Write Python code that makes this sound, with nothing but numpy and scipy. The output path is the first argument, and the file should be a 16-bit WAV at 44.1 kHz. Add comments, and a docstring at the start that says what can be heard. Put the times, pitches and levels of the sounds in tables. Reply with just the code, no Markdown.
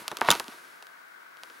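"""In a small, dry room, thread is drawn through stiff plastic canvas a hand's width from the microphone.
It rasps in the hole, plucks the canvas as it tightens (twice strongly), jerks through in a few squeaks
as it sticks and slips, then slides on with a faint hiss. Needle and canvas touch with small dry ticks.
Under it all lies the recorder's own steady noise."""
import sys
import numpy as np
from scipy import signal
from scipy.fft import rfft, irfft
from scipy.io import wavfile
from scipy.ndimage import uniform_filter1d, map_coordinates

SR = 44100
rng = np.random.default_rng(int(sys.argv[2]) if len(sys.argv) > 2 else 0)


def to_wav(sig):
    """Store sig (one row per channel, or 1-D mono) as 16-bit WAV at the path in sys.argv[1].

    Samples outside -1..1 are clipped; the rate is SR.
    """
    pcm = np.clip(np.atleast_2d(sig), -1, 1) * 32767
    pcm = np.round(pcm).astype(np.int16)
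    wavfile.write(sys.argv[1], SR, pcm.T)  # frames by channels


N = 70560
T = np.arange(N) / SR


def rasp(fibres_per_s=1800, scatter_db=3.5, ring_db=-7):
    """Fibres catch on the rim of the hole, louder and sharper as the thread is pulled."""
    # how the pull drives the rasp (time [s], body level [dB], sharp edge level [dB])
    pull = [(0, -55, -74), (.11, -59.5, -51.5), (.16, -56.5, -70), (0.208, -49.5, -60), (.219, -42, -53),
            (0.246, -36.5, -45.5), (0.279, -42.5, -36.5), (.3, -38, -36.5), (0.311, -28.5, -37.5),
            (0.327, -27, -39.5), (0.341, -42, -36.5), (0.361, -42.5, -45), (0.379, -52, -47.5),
            (.43, -54.5, -76), (.52, -55.5, -52.5), (.6, -67.5, -73.5)]
    # tone of the rasp's body (frequency [Hz], level [dB])
    body_tone = [(40, -35), (100, -15), (160, -5.5), (250, -12.5), (500, -9.5), (800, -2.5), (1250, 1.5),
                 (1800, -6), (3200, -9.5), (5500, -31), (15500, -38)]
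    # tone of its sharp edge (frequency [Hz], level [dB])
    edge_tone = [(200, -14.5), (2000, -2), (3700, 3.5), (6000, -9), (8000, -16), (11500, -11),
                 (15500, -24.5)]
    catches = rng.random(N) < fibres_per_s / SR
    fibres = catches * undb(scatter_db * rng.standard_normal(N)) * rng.choice([-1, 1], N)
    body = unit(through(fibres, response(body_tone))) * swell([(s, db) for s, db, _ in pull])
    edge = unit(through(fibres, response(edge_tone))) * swell([(s, db) for s, _, db in pull])
    return body + edge + undb(ring_db) * canvas_ring(body + edge)


def plucks(size=2048):
    """The thread tugs the canvas and lets go: one swing that dies almost at once."""
    # tugs on the canvas (time [s], peak level [dB], pitch [Hz])
    tugs = [(0.019, -40, 322), (0.1158, -22, 846), (0.118, -25.5, 880), (0.1225, -26.5, 716),
            (0.129, -29, 324), (0.189, -33, 430), (0.2158, -7, 992), (0.221, -27, 330),
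            (0.2871, -1.5, 1080), (0.2898, -13, 350), (0.2945, -18.5, 400), (0.3048, -9, 1270),
            (0.3080, -13.5, 620), (.3240, -17, 800), (.3290, -22, 926), (0.3539, -19, 734),
            (0.4013, -21, 1220), (0.4046, -23.5, 760), (0.4860, -34.5, 250)]
    out = np.zeros((2, N))
    soften = signal.butter(3, 2360, fs=SR, output="sos")
    for start, db, hz in tugs:
        swing = signal.sosfilt(soften, resonate(signal.unit_impulse(size), hz, width_hz=hz))
        add_contact(out, start, undb(db) * swing / np.abs(swing).max(), ring_db=-12)
    return out


def jerks(scatter_db=1.5, size=1024):
    """The thread sticks and slips in short runs that swell and die; evenly spaced slips squeak."""
    # runs of slips (time [s], length [s], level [dB], rate [slips/s], unevenness [0-1])
    runs = [(0.115, 0.0022, -27.5, 3450, 0.23), (0.186, 0.0024, -31.5, 1500, 0.2),
            (0.293, 0.0016, -17.5, 2100, 0.3), (0.3035, 0.0025, -2, 3700, .05),
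            (0.305, 0.002, -11, 2600, 0.3), (0.312, .001, -6, 3400, 0.05),
            (0.314, 0.0012, -15.5, 6000, 0.1), (0.318, 0.001, -14, 3200, 0.1),
            (0.3234, 0.002, -16, 2900, 0.2), (0.3337, .0016, -20.5, 3100, 0.27),
            (0.3505, 0.0024, -24, 3600, 0.19)]
    # tone of one slip (frequency [Hz], level [dB])
    slip_tone = [(60, -17), (200, -15), (1200, -30), (2200, 6.5), (3700, 0), (5200, 0), (7000, -4),
                 (8500, -7), (11500, -9), (15500, -18)]
    out = np.zeros((2, N))
    slip = -response(slip_tone)
    for start, length, db, rate, uneven in runs:
        gap_luck, force_luck = rng.standard_normal((64, 2)).T
        times = (np.cumsum(np.exp(uneven * gap_luck)) - .5) / rate
        force = np.sin(np.pi * np.minimum(times / length, 1)) * undb(db + scatter_db * force_luck)
        squeak = signal.fftconvolve(impulses(times, force)[:size], slip)
        add_contact(out, start, squeak, ring_db=-5.5)
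    return out


def ticks(low_cut_hz=680):
    """Needle and canvas meet in sharp, dry clicks that set the canvas ringing."""
    # touches (time [s], level [dB], extra ring [dB], brightness above 1 kHz [dB/octave])
    touches = [(0.0802, -8.5, -3.5, 0.5), (.1700, -14.5, 1, 1), (0.2119, -12.5, -18, 1),
               (0.2239, -26.5, 0, 2), (0.2881, -10.5, -7, -5.5), (.3141, 2, -6, 3.5), (0.3151, -3, -2, 2),
               (.3983, -10, 0.5, 1.5), (.4430, -27.5, -11, 0), (0.4817, -21, -18, -2),
               (0.8254, -27, 0.5, -1), (0.869, -31, -7, -1), (1.3710, -33.5, -3, -3),
               (1.4348, -21.5, -3, -1.5), (1.5006, -29.5, -2.5, -4.5)]
    # tone of one tick (frequency [Hz], level [dB])
    tick_tone = [(150, -7.5), (550, -3), (1100, -0.5), (1500, -1), (2050, -4.5), (2750, 3.5), (4800, 1.5),
                 (6300, -4), (8500, -7.5), (10800, -5.5), (15500, -18.5)]
    out = np.zeros((2, N))
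    # a light touch hardly moves the canvas at low pitches
    cut_bass = signal.butter(2, low_cut_hz, "high", fs=SR, output="sos")
    for start, level_db, extra_ring_db, bright in touches:
        tone = [(hz, db + bright * np.log2(max(hz / 1000, 1))) for hz, db in tick_tone]
        click = signal.sosfilt(cut_bass, -response(tone))
        add_contact(out, start, undb(level_db) * click, ring_db=extra_ring_db - 1.5)
    return out


def sliding_hiss():
    """The thread hisses faintly as it slides through the hole."""
    # loudness of the slide (time [s], level [dB])
    loudness = [(0, -44), (.05, -55), (.15, -56.5), (.22, -54.5), (.28, -62), (.36, -41.5), (.45, -53),
                (.52, -52), (.6, -55), (.74, -58.5), (.8, -62.5), (1.3, -81), (1.45, -59), (1.6, -59)]
    # tone of the hiss (frequency [Hz], level [dB])
    tone = [(60, -22.5), (170, -11), (340, 0.5), (700, -6.5), (1400, -3), (2300, -5.5), (4500, -8.5),
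            (8000, -13.5), (10500, -9.5), (15500, -22)]
    return spread(noise(tone), undb(-12) * noise(tone)) * swell(loudness)


def canvas_ring(x, canvas_s=0.027, room_s=0.067, note_cycles=50, size=8192):
    """The canvas answers with its own notes and a short blur, new at each touch; the room adds a tail."""
    # notes of the held canvas (pitch [Hz], relative level [dB])
    canvas_notes = [(352, -9.5), (812, -8.5), (979, 15.5), (1194, 6), (1340, 3.5), (1625, -36), (2790, 1),
                    (3900, -7)]
    # tone of the blur (frequency [Hz], level [dB])
    blur_tone = [(60, -13), (160, 6.5), (370, 11), (800, 0.5), (1300, 5.5), (2100, -4), (3600, -9),
                 (6000, -10), (10000, -10), (15500, -9.5)]
    t = T[:size]
    # canvas_s, room_s and note_cycles each say how long a 60 dB fade takes
    fade = undb(-60 * t / canvas_s) + undb(-23 - 60 * t / room_s)
    fade *= np.minimum(t / .001, 1)
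    colour = response(blur_tone)
    white = rng.standard_normal((2, size + len(colour) - 1))
    mid, side = (unit(signal.fftconvolve(w, colour, "valid") * fade) / np.sqrt(size) for w in white)
    age = np.maximum(t - 0.00094, 0)  # the notes start just after the touch
    notes = sum(undb(db - 57.5 - 60 * age * hz / note_cycles) * np.sin(2 * np.pi * hz * age)
                for hz, db in canvas_notes)
    return spread(signal.fftconvolve(x, mid + notes), undb(-18.5) * signal.fftconvolve(x, side))[:, :N]


def recorder_noise(whine_hz=15750):
    """A steady hiss, each microphone's own resonances and a thin electrical whine."""
    # tone of the hiss both sides share (frequency [Hz], level [dB])
    mid_tone = [(40, -29.5), (115, -30), (155, -6), (195, -11.5), (300, -2.5), (700, -3.5), (1100, -11),
                (2100, 5), (2800, -10.5), (3600, -8.5), (7500, -14.5), (15500, -15)]
    # tone of the hiss that gives width (frequency [Hz], level [dB])
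    side_tone = [(40, -41.5), (150, -16.5), (400, 1), (800, 5), (2100, 2), (3000, -6.5), (5000, -14),
                 (8000, -23), (15500, -41.5)]
    # resonances of the left microphone (pitch [Hz], width [Hz], level [dB])
    left = [(1538, 200, -52.5), (1455, 390, -53.5), (1124, 270, -60)]
    # resonances of the right microphone (pitch [Hz], width [Hz], level [dB])
    right = [(1264, 290, -59), (1920, 600, -70.5)]
    hiss = spread(undb(-60) * noise(mid_tone), undb(-56) * noise(side_tone))
    whine = undb(-75.5) * unit(np.sin(2 * np.pi * whine_hz * T))
    return hiss + np.array([microphone_noise(left), microphone_noise(right)]) + whine


def microphone_noise(resonances):
    """Noise rings at the pitches one microphone favours, wavering gently."""
    out = np.zeros(N)
    for hz, width_hz, db in resonances:
        band = resonate(rng.standard_normal(N), hz, width_hz)
        out += undb(db) * unit(resonate(band, hz, width_hz))
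    return waver(out)


def waver(x, depth=0.015, rate_hz=7.07):
    """Let all pitches of a sound drift slowly up and down together."""
    span = int(SR / rate_hz)
    drift = unit(uniform_filter1d(uniform_filter1d(rng.standard_normal(N), span), span))
    speed = 1 + depth * (drift - drift.mean())
    return map_coordinates(x, [np.cumsum(speed)], mode="mirror")


def add_contact(out, start_s, contact, ring_db):
    """Add one contact and the canvas's ring to the track."""
    sound = undb(ring_db) * canvas_ring(contact)
    sound[:, :len(contact)] += contact
    start = int(np.clip(start_s * SR, 0, N - 1))
    out[:, start:start + sound.shape[1]] += sound[:, :N - start]


def undb(db):
    """Turn decibels into a multiplier."""
    return 10 ** (np.asarray(db) / 20)


def unit(x):
    """Scale to an average (rms) level of 1."""
    return x / np.sqrt(np.mean(x ** 2))


def swell(curve):
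    """Loudness over time from (time [s], level [dB]) points."""
    return undb(np.interp(T, *np.array(curve).T))


def response(tone, size=2048):
    """A click with the given tone and a peak of 1."""
    hz, db = np.array(tone).T
    freqs = np.maximum(np.arange(size // 2 + 1) * SR / size, 1)
    gains = undb(np.interp(np.log(freqs), np.log(hz), db))
    # folding the cepstrum packs the click's energy at its start (minimum phase)
    cepstrum = irfft(np.log(gains))
    cepstrum[1:size // 2] *= 2
    cepstrum[size // 2 + 1:] = 0
    click = irfft(np.exp(rfft(cepstrum)))
    return click / np.abs(click).max()


def through(x, click):
    """Give a sound the tone of a click."""
    return signal.fftconvolve(x, click)[:N]


def noise(tone):
    """Noise with the given tone, at an average level of 1."""
    return unit(through(rng.standard_normal(N), response(tone)))


def resonate(x, hz, width_hz):
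    """Keep the band of a sound around one pitch."""
    g = np.tan(np.pi * hz / SR)
    k = g * width_hz / hz
    return signal.lfilter([k, 0, -k], [1 + k + g * g, 2 * (g * g - 1), 1 - k + g * g], x)


def impulses(times, sizes):
    """A track with one spike at each time."""
    samples = np.round(np.asarray(times) * SR).astype(int)
    return np.bincount(np.clip(samples, 0, N - 1), sizes, N)


def spread(mid, side):
    """Make left and right from a shared part (mid) and a widening part (side)."""
    return np.array([mid + side, mid - side])


def scene():
    """The stitching, slightly to the right, over the recorder's noise."""
    stitching = ticks() + plucks() + jerks() + rasp() + sliding_hiss()
    return stitching * undb([[-0.5], [0.5]]) + recorder_noise()


def record(dry, low_cut_hz=31, top_hz=16000):
    """The recorder thins the bass, clips at full scale and cuts the highest treble."""
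    cut_bass = signal.butter(1, low_cut_hz, "high", fs=SR, output="sos")
    cut_top = signal.ellip(10, .2, 90, top_hz, fs=SR, output="sos")
    clipped = np.clip(signal.sosfilt(cut_bass, dry), -1, 1)
    return signal.sosfilt(cut_top, clipped)


dry = scene()
out = record(dry)
to_wav(out)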